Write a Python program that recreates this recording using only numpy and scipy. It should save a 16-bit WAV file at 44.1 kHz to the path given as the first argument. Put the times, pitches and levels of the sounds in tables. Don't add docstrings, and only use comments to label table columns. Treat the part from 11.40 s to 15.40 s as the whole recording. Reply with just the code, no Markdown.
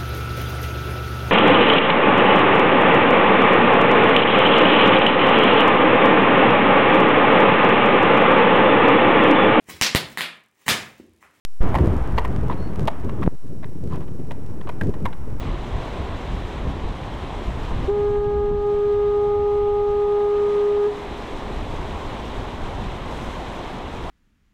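import sys
import numpy as np
from scipy import signal
from scipy.fft import rfft, irfft
from scipy.io import wavfile
from scipy.ndimage import uniform_filter1d

SR = 44100
rng = np.random.default_rng(int(sys.argv[2]) if len(sys.argv) > 2 else 0)


def file_out(sig):
    cols = np.atleast_2d(sig).T
    lim = np.clip(cols, -1, 1)
    pcm = np.round(lim * 32767).astype(np.int16)
    wavfile.write(sys.argv[1], SR, pcm)


N = 176400
T = np.arange(N) / SR

# f/Hz, relative density/dB
HISS_SPECTRUM = [(100, -3), (1000, 9), (3500, 0)]
# f/Hz, level/dB
WHINE_TONES = [(5536, -72.5), (11073, -76.5)]
# t/s, relative level/dB
BUFFET_LEVELS = [(.2, -26), (.39, -16.5), (.43, -11), (.53, -17), (.67, -28), (.765, -21.5), (.82, -34.5),
                 (.88, -24.5), (.98, -20.5), (1.35, -28.5), (1.42, -15.5), (1.52, -32.5), (1.62, -29.5),
                 (1.73, -20.5), (1.87, -16), (1.895, -44), (1.95, -27), (1.99, -90), (2.04, -33),
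                 (2.22, -28), (2.34, -32.5), (2.53, -23.5), (2.64, -30), (3.05, -29), (3.41, -31.5),
                 (3.44, -17.5), (3.495, -18), (3.54, -31.5), (3.645, -19), (3.68, -31.5), (3.84, -34),
                 (3.88, -24.5), (3.95, -32)]
# f/Hz, relative density/dB
BUFFET_SPECTRUM = [(20, -17), (45, -2.5), (85, 1.5), (150, -1), (280, -8), (430, -11), (650, -25.5),
                   (1200, -48), (3000, -56), (8000, -77)]
# t/s, level/dB
RUMBLE_LEVELS = [(.2, -27), (.75, -23.5), (.9, -25), (1.3, -34), (2.1, -56), (3.3, -48), (4, -30.5)]
# t/s, level/dB
LEAF_LEVELS = [(.2, -29.5), (.5, -32), (.9, -36.5), (1.87, -42), (1.91, -58.5), (3.3, -47), (4, -45.5)]
# f/Hz, relative density/dB
LEAF_SPECTRUM = [(100, 5), (950, 3.5), (1400, -3.5), (2000, -10.5), (3200, -19), (4400, -31.5),
                 (10000, -40)]
# t/s, crack level/dB, tilt/(dB per octave), contact time/s, ring level/dB, ring f/Hz
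HOOF_CONTACTS = [(0.343, -19, 12, 0.0023, -11.5, 684), (0.3506, -15, 4.5, 0.013, -15, 770),
                 (0.383, -21.5, 4, 0.0076, -20.5, 920), (0.778, -20, -5, 0.006, -15, 890),
                 (0.7831, -12, 4, 0.0076, -14.5, 920), (0.793, -34, 0, 0.01, -22.5, 846),
                 (0.847, -22.5, 9, 0.012, -24, 930), (1.098, -26, 2, 0.006, -16.5, 930),
                 (1.11, -28.5, 3, 0.026, -27, 885), (1.4756, -17.5, 6.5, 0.0071, -19, 626),
                 (1.480, -13, 2, 0.0062, -10.5, 850), (1.693, -29.5, 2, 0.0049, -30.5, 1010),
                 (1.821, -36.5, -8, 0.01, -26, 993), (1.828, -22.5, 5.5, 0.01, -26, 1040),
                 (2.227, -35, 6, 0.011, -35.5, 613), (2.242, -33.5, 1, 0.007, -61, 890),
                 (2.527, -55, -2, 0.014, -28, 943), (2.9076, -27, 4.5, 0.014, -32.5, 680),
                 (3.211, -32, 7.5, 0.0055, -41, 960), (3.272, -38.5, -6, 0.017, -34.5, 962),
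                 (3.2909, -24.5, 3.5, 0.0083, -23.5, 902), (3.4112, -22.5, 10, 0.0076, -22.5, 1524),
                 (3.539, -34, 5, 0.01, -33, 943), (3.653, -18.5, 6.5, 0.0092, -26, 902),
                 (3.661, -40, -4, 0.022, -23, 878), (3.727, -32.5, 1, 0.0092, -40, 1060)]
# f/Hz, bandwidth/Hz, relative level/dB
CONTACT_MODES = [(490, 190, -11.5), (639, 324, -3), (950, 130, -10), (1310, 260, -27.5), (1920, 190, -19.5),
                 (3000, 2500, -61)]
# t/s, level/dB
SHOE_SNAPS = [(0.353, -28), (0.359, -28), (0.7837, -22.5), (.787, -22), (1.4749, -19), (1.4795, -19),
              (1.482, -37), (2.91, -32), (3.656, -25.5)]
# t/s, peak level/dB, f/Hz (decay in 1/(2f)), front time/s
WIND_THUMPS = [(0.4767, -10, 272, .0004), (0.9629, -25, 128, 0.000043), (1.3955, -26, 132, 0.000063),
               (1.8636, -23.5, 330, 0.000072), (1.8772, -5, 320, 0.00034)]
# t/s, duration/s, starting f/Hz, level/dB
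BIRD_WHISTLES = [(1.15, 0.17, 4120, -55.5)]
# t/s, duration/s, level/dB
HOOF_SCUFFS = [(2.493, 0.099, -41.5), (2.591, 0.055, -46), (2.675, 0.016, -45.5)]

POWER_ON_S, MIC_ON_S, MIC_RISE_S = .0503, .2068, .0025
HOOF_TOP_HZ = 3710


def from_db(db):
    return 10 ** (np.asarray(db) / 20)


def rms_one(x):
    return x / np.sqrt(np.mean(x ** 2) + 1e-20)


def level(rows):
    return from_db(np.interp(T, *np.transpose(rows)))


def cut(x, hz, kind, order=2):
    return signal.sosfilt(signal.butter(order, hz, kind, fs=SR, output="sos"), x)


def flutter(n, hz):
    return rms_one(cut(rng.standard_normal(n), hz, "low"))


def resonate(x, hz, width_hz):
    r = np.exp(-np.pi * width_hz / SR)
    feedback = [1, -2 * r * np.cos(2 * np.pi * hz / SR), r * r]
    return signal.lfilter(np.array([1, 0, -1]) * (1 - r * r) / 2, feedback, x)


def coloured(spectrum):
    hz, db = np.transpose(spectrum)
    shape_db = np.interp(np.log(np.fft.rfftfreq(N, 1 / SR) + 1), np.log(hz), db)
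    return rms_one(irfft(rfft(rng.standard_normal(N)) * from_db(shape_db), N))


def evened(x, seconds):
    return x / np.sqrt(uniform_filter1d(x * x, int(seconds * SR)) + 1e-9)


def strike(t, rise_s, decay_s):
    shape = (1 - np.exp(-t / rise_s)) * np.exp(-t / decay_s)
    return shape / shape.max()


def add(out, start_s, x):
    i = int(start_s * SR)
    out[i:i + len(x)] += x[:N - i]


def electronics():
    powered = T > POWER_ON_S
    since_power, since_mic = np.maximum(T - POWER_ON_S, 0), np.maximum(T - MIC_ON_S, 0)
    click = from_db(-6.5) * np.exp(-since_power / .00012) * np.cos(2 * np.pi * 3160 * since_power)
    thump = from_db(-4.5) * strike(since_mic, MIC_RISE_S, decay_s=.097)
    whine = sum(from_db(db) * np.sqrt(2) * np.sin(2 * np.pi * hz * T) for hz, db in WHINE_TONES)
    hiss = from_db(-61) * coloured(HISS_SPECTRUM)
    offset = -.1
    return powered * (click + offset + whine + hiss) + thump


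def wind(rumble_hz=73.4):
    lumps = from_db(3 * flutter(N, hz=22.4))
    buffet = evened(coloured(BUFFET_SPECTRUM), seconds=.0323) * lumps * level(BUFFET_LEVELS)
    rumble = cut(rng.standard_normal(N), rumble_hz, "low", order=4)
    rumble = evened(cut(rumble, rumble_hz / 2, "high"), seconds=.167)
    return from_db(-4) * buffet + rumble * level(RUMBLE_LEVELS)


def leaves():
    return coloured(LEAF_SPECTRUM) * level(LEAF_LEVELS)


def crunch(force, tilt_db, unevenness_db=4):
    n, force_rms = len(force), np.sqrt(np.mean(force ** 2))
    bursts = force * from_db(unevenness_db * flutter(n, hz=SR / 100))
    body, pivot_hz = np.zeros(n), CONTACT_MODES[2][0]
    for hz, width_hz, db in CONTACT_MODES:
        mode = rms_one(resonate(bursts * rng.standard_normal(n), hz, width_hz))
        body += mode * from_db(db + tilt_db * np.log2(hz / pivot_hz))
    sizzle = rms_one(cut(bursts * rng.standard_normal(n), 3930, "high"))
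    return force_rms * (cut(body, HOOF_TOP_HZ, "low", order=4) + from_db(tilt_db - 36.5) * sizzle)


def hooves(force_rise_s=.00064, settle_s=.0084):
    cracks, rings, t = np.zeros(N), np.zeros(N), np.arange(SR // 10) / SR
    for start_s, crack_db, tilt_db, contact_s, ring_db, hz in HOOF_CONTACTS:
        force = (1 - np.exp(-t / force_rise_s)) * np.exp(-(t / contact_s) ** 2)
        add(cracks, start_s, from_db(crack_db) * crunch(force / force.max(), tilt_db))
        pitch = hz * (1 + 16.2 * contact_s * np.exp(-t / settle_s))
        envelope = strike(t, rise_s=.0012, decay_s=.53 * contact_s)
        add(rings, start_s, from_db(ring_db) * envelope * np.sin(2 * np.pi * np.cumsum(pitch) / SR))
    return cracks, rings


def lane_reverb(x, t60_s=.24, top_hz=2330):
    t = np.arange(SR // 2) / SR
    tail = cut(rng.standard_normal(len(t)), top_hz, "low")
    tail *= strike(t, rise_s=.017, decay_s=t60_s / np.log(1000))
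    tail *= np.sqrt(2 * top_hz / SR / np.sum(tail ** 2))
    return from_db(-12.5) * signal.fftconvolve(x, tail)[:N]


def shoe_snaps(hz=2870, decay_s=.00042):
    out, t = np.zeros(N), np.arange(SR // 100) / SR
    for start_s, db in SHOE_SNAPS:
        add(out, start_s, from_db(db) * np.exp(-t / decay_s) * np.cos(2 * np.pi * hz * t))
    return out


def wind_thumps():
    out, t = np.zeros(N), np.arange(-SR // 50, SR // 50) / SR
    for centre_s, db, hz, front_s in WIND_THUMPS:
        pulse = np.tanh(t / front_s) * np.exp(-np.abs(2 * hz * t))
        add(out, centre_s + t[0], from_db(db) * pulse / pulse.max())
    return out


def bird(arch_hz=247, waver_hz=75):
    out = np.zeros(N)
    for start_s, length_s, hz, db in BIRD_WHISTLES:
        progress = np.clip((T - start_s) / length_s, 0, 1)
        pitch = hz + arch_hz * np.sin(2 * progress) + waver_hz * flutter(N, hz=240)
        out += from_db(db) * np.sin(np.pi * progress) * np.sin(2 * np.pi * np.cumsum(pitch) / SR)
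    return out


def scuffs():
    out, t = np.zeros(N), np.arange(SR // 5) / SR
    for start_s, length_s, db in HOOF_SCUFFS:
        force = np.sin(np.pi * np.minimum(t / length_s, 1))
        hollow = rms_one(resonate(rng.standard_normal(len(t)), hz=980, width_hz=110))
        drag = force * cut(hollow, HOOF_TOP_HZ, "low") + crunch(force, tilt_db=-1)
        add(out, start_s, from_db(db) * drag)
    return out


def scene():
    cracks, rings = hooves()
    gritty = cracks + shoe_snaps() + scuffs()
    return (leaves() + gritty + rings + lane_reverb(gritty) + bird() + wind() + wind_thumps())[None]


def record(dry, ceiling=.8, tick_period_s=.012, tick_limit=.16, cutoff_hz=13750):
    opening = (1 - np.exp(-np.maximum(T - MIC_ON_S, 0) / MIC_RISE_S)) ** 2
    mic = ceiling * np.tanh(dry / ceiling) * opening
    slope = np.diff(mic, prepend=0)
    on_tick = (T - .0035) % tick_period_s < 1 / SR
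    ticks = slope * on_tick * from_db(24.5 + 4 * rng.standard_normal(N))
    ticks = cut(tick_limit * np.tanh(ticks / tick_limit), 4080, "low", order=1)
    band_limit = signal.ellip(10, .2, 80, cutoff_hz, fs=SR, output="sos")
    return signal.sosfilt(band_limit, mic + ticks + electronics())


dry = scene()
out = record(dry)
file_out(out)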